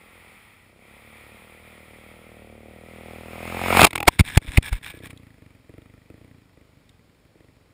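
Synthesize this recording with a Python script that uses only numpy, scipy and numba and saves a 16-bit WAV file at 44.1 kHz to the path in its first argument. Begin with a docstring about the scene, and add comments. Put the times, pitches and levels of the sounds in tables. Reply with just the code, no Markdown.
"""A single-cylinder four-stroke dirt bike comes up a forest track and rides straight over a small camera on the ground.
Its silencer rings once per firing, over a rush of engine, chain and tyres; stones crack against the camera's case,
which tumbles through dry grass with heavy knocks as the bike putters away in short swells of boom and bark.
Firing impulses drive the silencer and puffs of gas; shaped noise makes the hiss, cracks, grass and faint forest air.
The camera's microphone is at ground level: its gain ducks late, its loud peaks clip and its extreme treble is cut."""
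import sys
import numpy as np
from scipy import signal
from scipy.fft import rfft, irfft, next_fast_len
from scipy.io import wavfile
from scipy.ndimage import uniform_filter1d
from numba import njit

SR = 44100
rng = np.random.default_rng(int(sys.argv[2]) if len(sys.argv) > 2 else 0)


def wrap_up_sound(samples):
    """Save the sound to the file named by the first command line argument, as 16-bit audio."""
    columns = np.atleast_2d(samples).T
    # keep every value between -1 and 1, then stretch to whole-number steps
    tamed = np.clip(columns, -1, 1)
    steps = np.round(tamed * 32767).astype(np.int16)
    wavfile.write(sys.argv[1], SR, steps)


N = 340893
TIME = np.arange(N) / SR

# engine speed on the way in: time_s, firing_rate_hz
APPROACH_REVS = [(0.0, 41.0), (0.18, 43.62), (0.33, 40.44), (0.64, 29.58), (1.03, 37.39), (1.26, 36.24),
                 (1.36, 39.61), (1.95, 38.45), (2.25, 39.78), (2.56, 37.28), (2.89, 40.68), (3.16, 39.92),
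                 (3.38, 41.26), (3.68, 44.96), (3.84, 44.68), (3.91, 42.23)]
# swells of boom and bark on the way out; most also lift the revs:
# start_s, length_s, revs_gained_hz, bark_db at 1 m, boom_db at 1 m
EXHAUST_SWELLS = [(4.4, .15, 8.5, -38, -28.5), (4.92, .11, 4.0, -23.5, -22), (5.093, 0.11, 0, -35, -33),
                  (5.37, 0.063, 0, -33.5, -32.5), (5.66, .15, 9.5, -25.5, -25),
                  (5.89, .08, 2.5, -35.5, -36.5), (6.09, .14, 10.5, -25.5, -22.5), (6.53, .08, 3, -33, -41),
                  (6.69, .07, 1.57, -38.5, -27.5), (7.33, 0.099, 14.48, -23.5, -25)]
# after the pass the revs sag steadily toward idle
COAST_S, SAG_HZ_PER_S, IDLE_HZ = 3.91, 19.96, 19.2


def revs():
    """Firings per second: most exhaust swells lift the revs, which otherwise sag to idle after the pass."""
    gained = sum(hz * np.clip((TIME - s) / length_s, 0, 1) for s, length_s, hz, _, _ in EXHAUST_SWELLS)
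    sag = SAG_HZ_PER_S * np.maximum(TIME - COAST_S, 0)
    return np.maximum(curves(APPROACH_REVS)[0] + gained - sag, IDLE_HZ)


def firings(scatter_db=1.07, idle_scatter_db=2.0):
    """One impulse per firing; combustion is less even at low revs."""
    hz = revs()
    cycles = np.cumsum(hz) / SR + .54
    at = np.flatnonzero(np.diff(np.floor(cycles)))
    scatter = np.where(hz[at] > 32, scatter_db, idle_scatter_db)
    pulses = np.zeros(N)
    pulses[at] = undb(scatter * rng.standard_normal(len(at)))
    return pulses


# the ride: steady speed along the track, straight over the camera
SPEED_M_S, PASS_S, CLOSEST_M = 11.04, 3.813, 0.31
# the camera lies below the tailpipe's line of fire for the first metres after the pass
PIPE_HEIGHT_M, SHADOW_M = 0.42, 6
BEHIND_S, TURN_S = 3.874, 0.0044  # the front of the engine gives way to its tail


def distance(offset_m):
    """Metres from the camera to a part of the bike that misses it by offset_m."""
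    return np.hypot(SPEED_M_S * (TIME - PASS_S), offset_m)


def behind():
    """0 while the bike comes on, 1 once it has passed the camera."""
    return np.clip((TIME - BEHIND_S) / TURN_S, 0, 1)


BOOM_DB, BARK_DB = -28, -29.5  # at 1 m, pulling toward the camera
IDLE_BOOM_DB, IDLE_BARK_DB = -34, -39.5  # at 1 m, throttle shut
BOOM_ATTACK_S, BOOM_RELEASE_S, BARK_ATTACK_S, BARK_RELEASE_S = 0.052, 0.21, 0.016, 0.038
# one early lift of the throttle
SHUT_S, SHUT_LENGTH_S, SHUT_BOOM_DB, SHUT_BARK_DB = .33, 0.32, -6, -20


def throttle():
    """Silencer boom and bark: steady under load, then in swells; the bark stops quickly, the boom lingers."""
    shut = swell(SHUT_S, SHUT_LENGTH_S, .06, 0.022)
    boom_out = undb(IDLE_BOOM_DB)
    bark_out = undb(IDLE_BARK_DB)
    for s, length_s, _, bark_db, boom_db in EXHAUST_SWELLS:
        boom_out = boom_out + undb(boom_db) * swell(s, length_s, BOOM_ATTACK_S, BOOM_RELEASE_S)
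        bark_out = bark_out + undb(bark_db) * swell(s, length_s, BARK_ATTACK_S, BARK_RELEASE_S)
    coming = (1 - behind()) / distance(PIPE_HEIGHT_M)
    going = behind() / distance(SHADOW_M)
    boom = coming * undb(BOOM_DB + SHUT_BOOM_DB * shut) + going * boom_out
    bark = coming * undb(BARK_DB + SHUT_BARK_DB * shut) + going * bark_out
    return boom, bark


# low and upper silencer resonances, heard from ahead and from behind: pitch_hz, width_hz, level_db
AHEAD_LOW_MODES = [(88, 100, 4), (125, 35, -2), (219.5, 63, -1.5)]
AHEAD_UPPER_MODES = [(357, 43, -2), (472, 120, 1.5), (542, 91, 0), (692, 49, -3)]
BEHIND_LOW_MODES = [(74.4, 61, 2.5), (104, 51, 2), (187, 57, -11), (254, 42, 2)]
BEHIND_UPPER_MODES = [(329, 51, 3), (430, 80, -5), (600, 81, -12)]
GULP_S, GULP_DB = .0071, -5  # the airbox gulps this long after each firing, heard from ahead


def exhaust(pulses, boom_gain, bark_gain):
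    """Each firing rings the silencer; open throttle brings out its upper modes; the intake sucks in between."""
    def voice(strokes, boom_modes, bark_modes, top_hz):
        """The silencer as heard from one side."""
        boom = cut(cut(ring(strokes, boom_modes), 300, "low", order=4), 40, "high")
        bark = cut(cut(ring(pulses, bark_modes), top_hz, "low", order=6), 220, "high")
        return unit(boom) * boom_gain + unit(bark) * bark_gain

    gulps = undb(GULP_DB) * np.interp(TIME - GULP_S, TIME, pulses)
    from_ahead = voice(pulses - gulps, AHEAD_LOW_MODES, AHEAD_UPPER_MODES, 760)
    from_behind = voice(pulses, BEHIND_LOW_MODES, BEHIND_UPPER_MODES, 600)
    return from_ahead * (1 - behind()) + from_behind * behind()


# the exhaust jet sweeps the case
JET_S, JET_LENGTH_S, JET_ATTACK_S, JET_RELEASE_S = 3.915, .115, .03, .012
JET_DB, JET_BOOM_DB = -31.5, -40  # its hiss, and the low thump inside it


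def jet():
    """How squarely the exhaust jet hits the case, 0-1."""
    return swell(JET_S, JET_LENGTH_S, JET_ATTACK_S, JET_RELEASE_S)


# distant treble on the way in: time_s, level_db
DISTANT_HISS = [(0.0, -53), (0.36, -51.5), (0.74, -61.5), (0.94, -53), (1.27, -50.5), (1.63, -52.5),
                (1.66, -51), (2.37, -54), (2.6, -59), (2.95, -52)]
# chain and tyres: level before the spreading and the loss into the verge
RUSH_DB, GRASS_LOSS_DB_PER_M = -23.5, 1.25
GAS_DB, GAS_PER_BOOM_DB = -44, -18.5  # hiss from behind at 1 m, and its part that grows with the boom
# share of the hiss power that comes in puffs with the firings
PUFF_FAR, PUFF_NEAR, PUFF_BEHIND = .03, 0.092, .45


def airflow(boom):
    """Hiss gain and puffing share: distant hiss, chain and tyres close by, exhaust jet, then gas from behind."""
    r = distance(CLOSEST_M)
    far = (1 - behind()) * undb(curves(DISTANT_HISS)[0])
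    rush = (1 - behind()) * undb(RUSH_DB - GRASS_LOSS_DB_PER_M * r) / r
    blast = undb(JET_DB) * jet()
    gas = behind() * (undb(GAS_DB) / distance(SHADOW_M) + undb(GAS_PER_BOOM_DB) * boom)
    power = far ** 2 + rush ** 2 + blast ** 2 + gas ** 2
    puffing = PUFF_FAR * far ** 2 + PUFF_NEAR * rush ** 2 + blast ** 2 + PUFF_BEHIND * gas ** 2
    return np.sqrt(power), np.clip(puffing / power, 0, 1)


# hiss spectra at a distance and beside the camera: pitch_hz, level_db
FAR_HISS_SPECTRUM = [(470, -35.5), (800, -6.5), (1050, -9.5), (1350, -4.5), (1520, -13.5), (1740, -10.5),
                     (1930, -2.5), (2410, -1), (2870, -14), (3250, -10.5), (4300, -21.5), (5400, -24.5),
                     (5970, -32.5), (6590, -28), (8900, -21.5), (9680, -12), (10500, -25), (11900, -29.5),
                     (13300, -27), (14300, -15.5), (15500, -27)]
NEAR_HISS_SPECTRUM = [(290, -34.5), (500, -6), (792, -5.5), (1010, -8), (1290, -5.5), (1620, -13),
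                      (2150, -4), (2550, -1.5), (2950, -13), (4250, -25), (5280, -19), (5920, -38.5),
                      (6640, -25.5), (9510, -22.5), (12000, -21.5), (14600, -22.5), (15500, -33)]
# resonances of the camera's plastic case, also rung by the cracks: pitch_hz, width_hz, level_db
CASE_MODES = [(850, 55, -4), (1110, 240, -2.5), (1320, 220, -5.5), (1700, 370, -6.5), (2190, 340, 7),
              (2327, 220, 0.5), (3380, 220, -5.5), (5166, 780, -16.5), (6470, 620, -13), (8200, 550, -9),
              (9340, 190, -5), (14400, 900, -6.5)]


def hiss(pulses, gain, share, puff_s=.0014, near_db=-2, case_db=-4,
         rasp_db=1, rasp_reach_m=2.5, rasp_behind_db=-12, spit_db=-7):
    """Steady rush of chain and tyres plus a puff of gas per firing; close by it rasps and rings the case."""
    puffs = unit(burst(burst(pulses, puff_s), puff_s))
    gate = np.sqrt(1 - share + share * puffs ** 2)
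    far_sound = unit(colour(noise() * gate, FAR_HISS_SPECTRUM))
    # from behind, the tailpipe spits at each stroke
    spit_mode = [(1940, 440, 0)]
    spit = ring(ring(noise() * puffs, spit_mode), spit_mode)
    far_sound += behind() * unit(spit) * undb(spit_db)
    near_sound = unit(colour(noise() * gate, NEAR_HISS_SPECTRUM)) * undb(near_db)
    near_sound += unit(ring(noise() * gate, CASE_MODES)) * undb(case_db)
    # the turbulent front of each stroke only survives close to the pipe
    rasp = ring(noise() * puffs, [(760, 170, 2.5), (950, 220, -2), (1270, 220, -4)])
    rasp_gain = undb(rasp_db + rasp_behind_db * behind()) / np.hypot(1, distance(0) / rasp_reach_m)
    near_sound += unit(cut(rasp, 1500, "low", order=4)) * rasp_gain
    near = np.interp(TIME, [2.8, 3.6, 4.1, 4.8], [0, 1, 1, 0])
    flutter = undb(.6 * walk(14))
    return (np.sqrt(1 - near) * far_sound + np.sqrt(near) * near_sound) * gain * flutter


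# hard blows on the case: peak_s, level_db, rise_s, decay_s, body_db (hollow body relative to the shell)
CASE_BLOWS = [(3.771, -17, 0.001, .0016, 11), (3.8094, -9, 0.0015, 0.0017, -5),
              (3.817, -9, 0.00069, 0.0015, 8), (3.8323, -6, 0.00094, 0.0012, 1),
              (3.8506, 13.5, .0025, 0.0017, -0.5), (3.869, -10, .002, 0.0032, 0),
              (3.908, -30.5, .001, 0.0027, -10), (3.9581, -15.5, 0.0017, 0.0026, -23),
              (4.0852, 7, .0026, .0016, 8), (4.194, -13, .002, .0032, -34), (4.199, -12, 0.0013, .0022, -7),
              (4.2078, -13.5, 0.0018, 0.0025, -13), (4.3758, 6, 0.0012, 0.0017, -12.5),
              (4.5743, -10, 0.00068, 0.0032, -30), (4.583, -16, 0.002, 0.0023, -20),
              (4.7292, -26.5, 0.0027, .004, -6.5), (4.874, -38, 0.0018, .0015, -5),
              (4.905, -35, .0014, .0012, -5), (5.059, -31.5, .0014, 0.0016, -20),
              (5.072, -36.5, .0014, 0.0014, -17), (5.107, -39, 0.0041, 0.0048, -28)]


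def cracks(dull_hz=12000):
    """Each blow is a short gritty crunch that rings the case and its hollow body."""
    force, push = 0, 0
    for s, db, rise_s, decay_s, body_db in CASE_BLOWS:
        contact = blow(s, rise_s, decay_s)
        force = force + undb(db) * contact
        push = push + undb(db + body_db) * contact
    grit = noise()
    # broad resonances give each crack a short, dry ring
    broad_modes = [(hz, max(width, hz / 6), db) for hz, width, db in CASE_MODES]
    shell = cut(ring(grit * force, broad_modes), dull_hz, "low", order=1) / np.std(ring(grit, broad_modes))
    body_modes = [(310, 280, -0.32), (720, 470, 0), (1000, 200, 2.5)]
    body = ring(grit * push, body_modes) / np.std(ring(grit, body_modes))
    return shell + body


# the case landing on soft ground: centre_s, level_db, contact_s, snap (reversal: higher is more abrupt)
LANDINGS = [(3.8321, -5.5, 0.0017, 4.9), (3.853, -13.5, 0.0016, 1.7), (4.085, 0.5, 0.0036, 14),
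            (4.1986, -3.5, 0.0022, 3.8), (4.2098, 4, .0027, 1.74), (4.3763, 9.5, 0.0024, 2.9),
            (4.489, -19, 0.0053, 1.9), (4.5838, 6.5, 0.0032, 5.5), (4.7283, -8.5, 0.005, 1.54),
            (4.751, -17, 0.0073, 1.5)]


def thuds():
    """Each landing is heard as one swing: a dip down, then an abrupt jump upward."""
    out = np.zeros(N)
    for s, db, contact_s, snap in LANDINGS:
        u = (TIME - s) / contact_s
        out += undb(db) * np.tanh(snap * u) * np.exp(-u ** 2 / 2)
    return out


# a metal part of the bike as it jolts away: strike_s, pitch_hz, level_db, decay_s
METAL_STRIKES = [(3.982, 830, -35, 0.013), (4.005, 819, -31, 0.02), (4.028, 800, -30, 0.015)]


def clangs():
    """A jolted metal part rings as short, fading sine tones."""
    return sum(undb(db) * blow(s, .001, decay_s) * np.sin(2 * np.pi * hz * (TIME - s))
               for s, hz, db, decay_s in METAL_STRIKES)


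# the case sliding through dry grass: start_s, length_s, level_db, buzz_db (stalks relative to the slide)
GRASS_SLIDES = [(4.069, 0.12, -47, -10), (4.243, 0.094, -34.5, -10), (4.321, 0.053, -35.5, -6),
                (4.411, 0.057, -50.5, -12), (4.462, 0.05, -40.5, -14), (4.504, 0.096, -37.5, -16),
                (4.624, 0.0097, -34, -17), (4.629, 0.074, -35, -4.5), (4.698, 0.094, -43, -4),
                (4.818, 0.059, -43, -12), (4.853, 0.071, -39.5, -2), (4.903, 0.1, -53, 2),
                (5.017, 0.071, -46.5, -4)]
# rustle of the dry grass against the case: pitch_hz, level_db
GRASS_SPECTRUM = [(240, -51), (400, -21.5), (1000, -7.5), (1200, -11.5), (2220, -1.5), (2970, -11.5),
                  (3570, -2), (4560, -22.5), (5310, -14), (6000, -18.5), (6680, -22.5), (9650, -12.5),
                  (11800, -38), (13900, -21.5), (15500, -30.5)]


def scrapes(grain_db=6, snag_db=2.0, rumble_db=-5):
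    """Dry stalks snag, buzz and crackle along the case, which rumbles as it rolls."""
    slides = np.array([undb(db) * np.sin(np.pi * np.clip((TIME - s) / length_s, 0, 1))
                       for s, length_s, db, _ in GRASS_SLIDES])
    buzz = undb([row[3] for row in GRASS_SLIDES]) @ slides
    # a new random level every 20 samples makes the grass crackle
    crackle = np.repeat(rng.standard_normal(N // 20 + 1), 20)[:N]
    grains = noise() * undb(grain_db * crackle + snag_db * walk(220))
    stalks = ring(grains, [(1680, 76, 5), (2350, 200, -1.5), (8700, 400, -12), (14300, 700, -12)])
    rustle = unit(colour(grains, GRASS_SPECTRUM))
    rumble = undb(rumble_db) * unit(cut(noise(), 130, "low"))
    return slides.sum(0) * (rustle + rumble) + buzz * unit(stalks)


# grains of sand dropping on the case: peak_s, level_db
SAND_GRAINS = [(4.99, -46), (5.175, -45), (5.818, -55), (6.893, -48)]


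def ticks(decay_s=.0025):
    """Each sand grain is a tiny bright click of resonant noise."""
    bright = unit(ring(noise(), [(3480, 650, 9), (7200, 3300, -6)]))
    return bright * sum(undb(db) * blow(s, 0.00017, decay_s) for s, db in SAND_GRAINS)


def trees(x, wet_db, t60_s):
    """Trunks scatter the sound into a diffuse tail."""
    t = TIME[:SR]
    echoes = rng.standard_normal(SR) * undb(-60 * t / t60_s) * (1 - np.exp(-t / 0.0067))
    return x + undb(wet_db) * signal.fftconvolve(x, echoes / np.linalg.norm(echoes))[:N]


# air of the forest at the microphone: pitch_hz, level_db
FOREST_SPECTRUM = [(15, -31.5), (25, -8.5), (49, 2), (648, -11.5), (703, -15.5), (1490, -19.5), (3260, -24),
                   (5580, -25.5), (8810, -32), (11800, -34.5), (15500, -33.5)]


def forest(level_db=-59.5):
    """Faint, even background of shaped noise."""
    return unit(colour(noise(), FOREST_SPECTRUM)) * undb(level_db)


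def undb(db):
    """Decibels to gain."""
    return 10 ** (np.asarray(db) / 20)


def unit(x):
    """Scale to rms 1."""
    return x / np.sqrt(np.mean(x ** 2))


def curves(rows):
    """Each column of a table, joined by straight lines in time."""
    s, *columns = np.transpose(rows)
    return [np.interp(TIME, s, c) for c in columns]


def noise():
    """White noise."""
    return rng.standard_normal(N)


def walk(rate):
    """Slow chance with a spread near 1, heading for a new value rate times a second."""
    k = int(SR / rate)
    steps = np.repeat(rng.standard_normal(N // k + 1), k)
    return 1.3 * uniform_filter1d(steps, k)[:N]


def colour(x, points):
    """Shape a sound with a (pitch_hz, level_db) spectrum."""
    hz, db = np.transpose(points)
    size = next_fast_len(N)
    f = np.maximum(np.fft.rfftfreq(size, 1 / SR), 1)
    gain = undb(np.interp(np.log(f), np.log(hz), db))
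    return irfft(rfft(x, size) * gain, size)[:N]


def ring(x, modes):
    """Sum of damped resonances (pitch_hz, width_hz, level_db)."""
    return sum(undb(db) * signal.lfilter(*signal.iirpeak(hz, hz / width, fs=SR), x) for hz, width, db in modes)


def cut(x, hz, kind, order=2):
    """Low-pass or high-pass."""
    return signal.sosfilt(signal.butter(order, hz, kind, fs=SR, output="sos"), x)


def burst(x, decay_s):
    """Give every impulse an exponential tail."""
    return signal.lfilter([1], [1, -np.exp(-1 / (SR * decay_s))], x)


def blow(s, rise_s, decay_s):
    """Force of a contact: a quick build-up to time s, then a decay."""
    return np.exp(np.maximum(np.minimum((TIME - s) / rise_s, (s - TIME) / decay_s), -30))


def swell(s, length_s, attack_s, release_s):
    """Attack, hold and release, 0-1."""
    attack = np.clip((TIME - s) / attack_s, 0, 1)
    release = np.exp(-np.clip((TIME - s - length_s) / release_s, 0, 40))
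    return attack * release


@njit
def follow(x, attack, release):
    """Level follower that rises quickly and sinks slowly."""
    out, e = np.empty(len(x)), 0.
    for i in range(len(x)):
        e += (abs(x[i]) - e) * (attack if abs(x[i]) > e else release)
        out[i] = e
    return out


def scene():
    """The bike passes through the trees and over the camera, which tumbles in the grass."""
    pulses = firings()
    boom, bark = throttle()
    thump = undb(JET_BOOM_DB) * jet()
    pipe = exhaust(pulses, boom + thump, bark + thump)
    # the trees only answer audibly while the bike is far off
    far = np.interp(TIME, [2.5, 3.5, 4.5, 5], [1, 0, 0, .4])
    bike = trees(pipe * far, wet_db=-9, t60_s=.7) + pipe * (1 - far)
    bike = bike + hiss(pulses, *airflow(boom))
    return (bike + cracks() + thuds() + clangs() + scrapes() + ticks() + forest())[None]


def record(dry, notch_width_hz=1100, limit_db=-7, attack_s=0.0045, release_s=0.019, bass_hz=38, top_hz=15400):
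    """The camera ducks too late to avoid overload, thins the bass, dips twice in the treble and cuts the top."""
    level = follow(dry[0], 1 / (attack_s * SR), 1 / (release_s * SR))
    ducked = dry / np.maximum(1, level / undb(limit_db))
    wet = cut(np.clip(ducked, -1, 1), bass_hz, "high", order=1)
    for hz in (6000, 12000):
        wet = signal.lfilter(*signal.iirnotch(hz, hz / notch_width_hz, fs=SR), wet)
    top_cut = signal.ellip(8, .2, 70, top_hz, fs=SR, output="sos")
    return signal.sosfilt(top_cut, np.clip(wet, -.9, .9))


dry = scene()
out = record(dry)
wrap_up_sound(out)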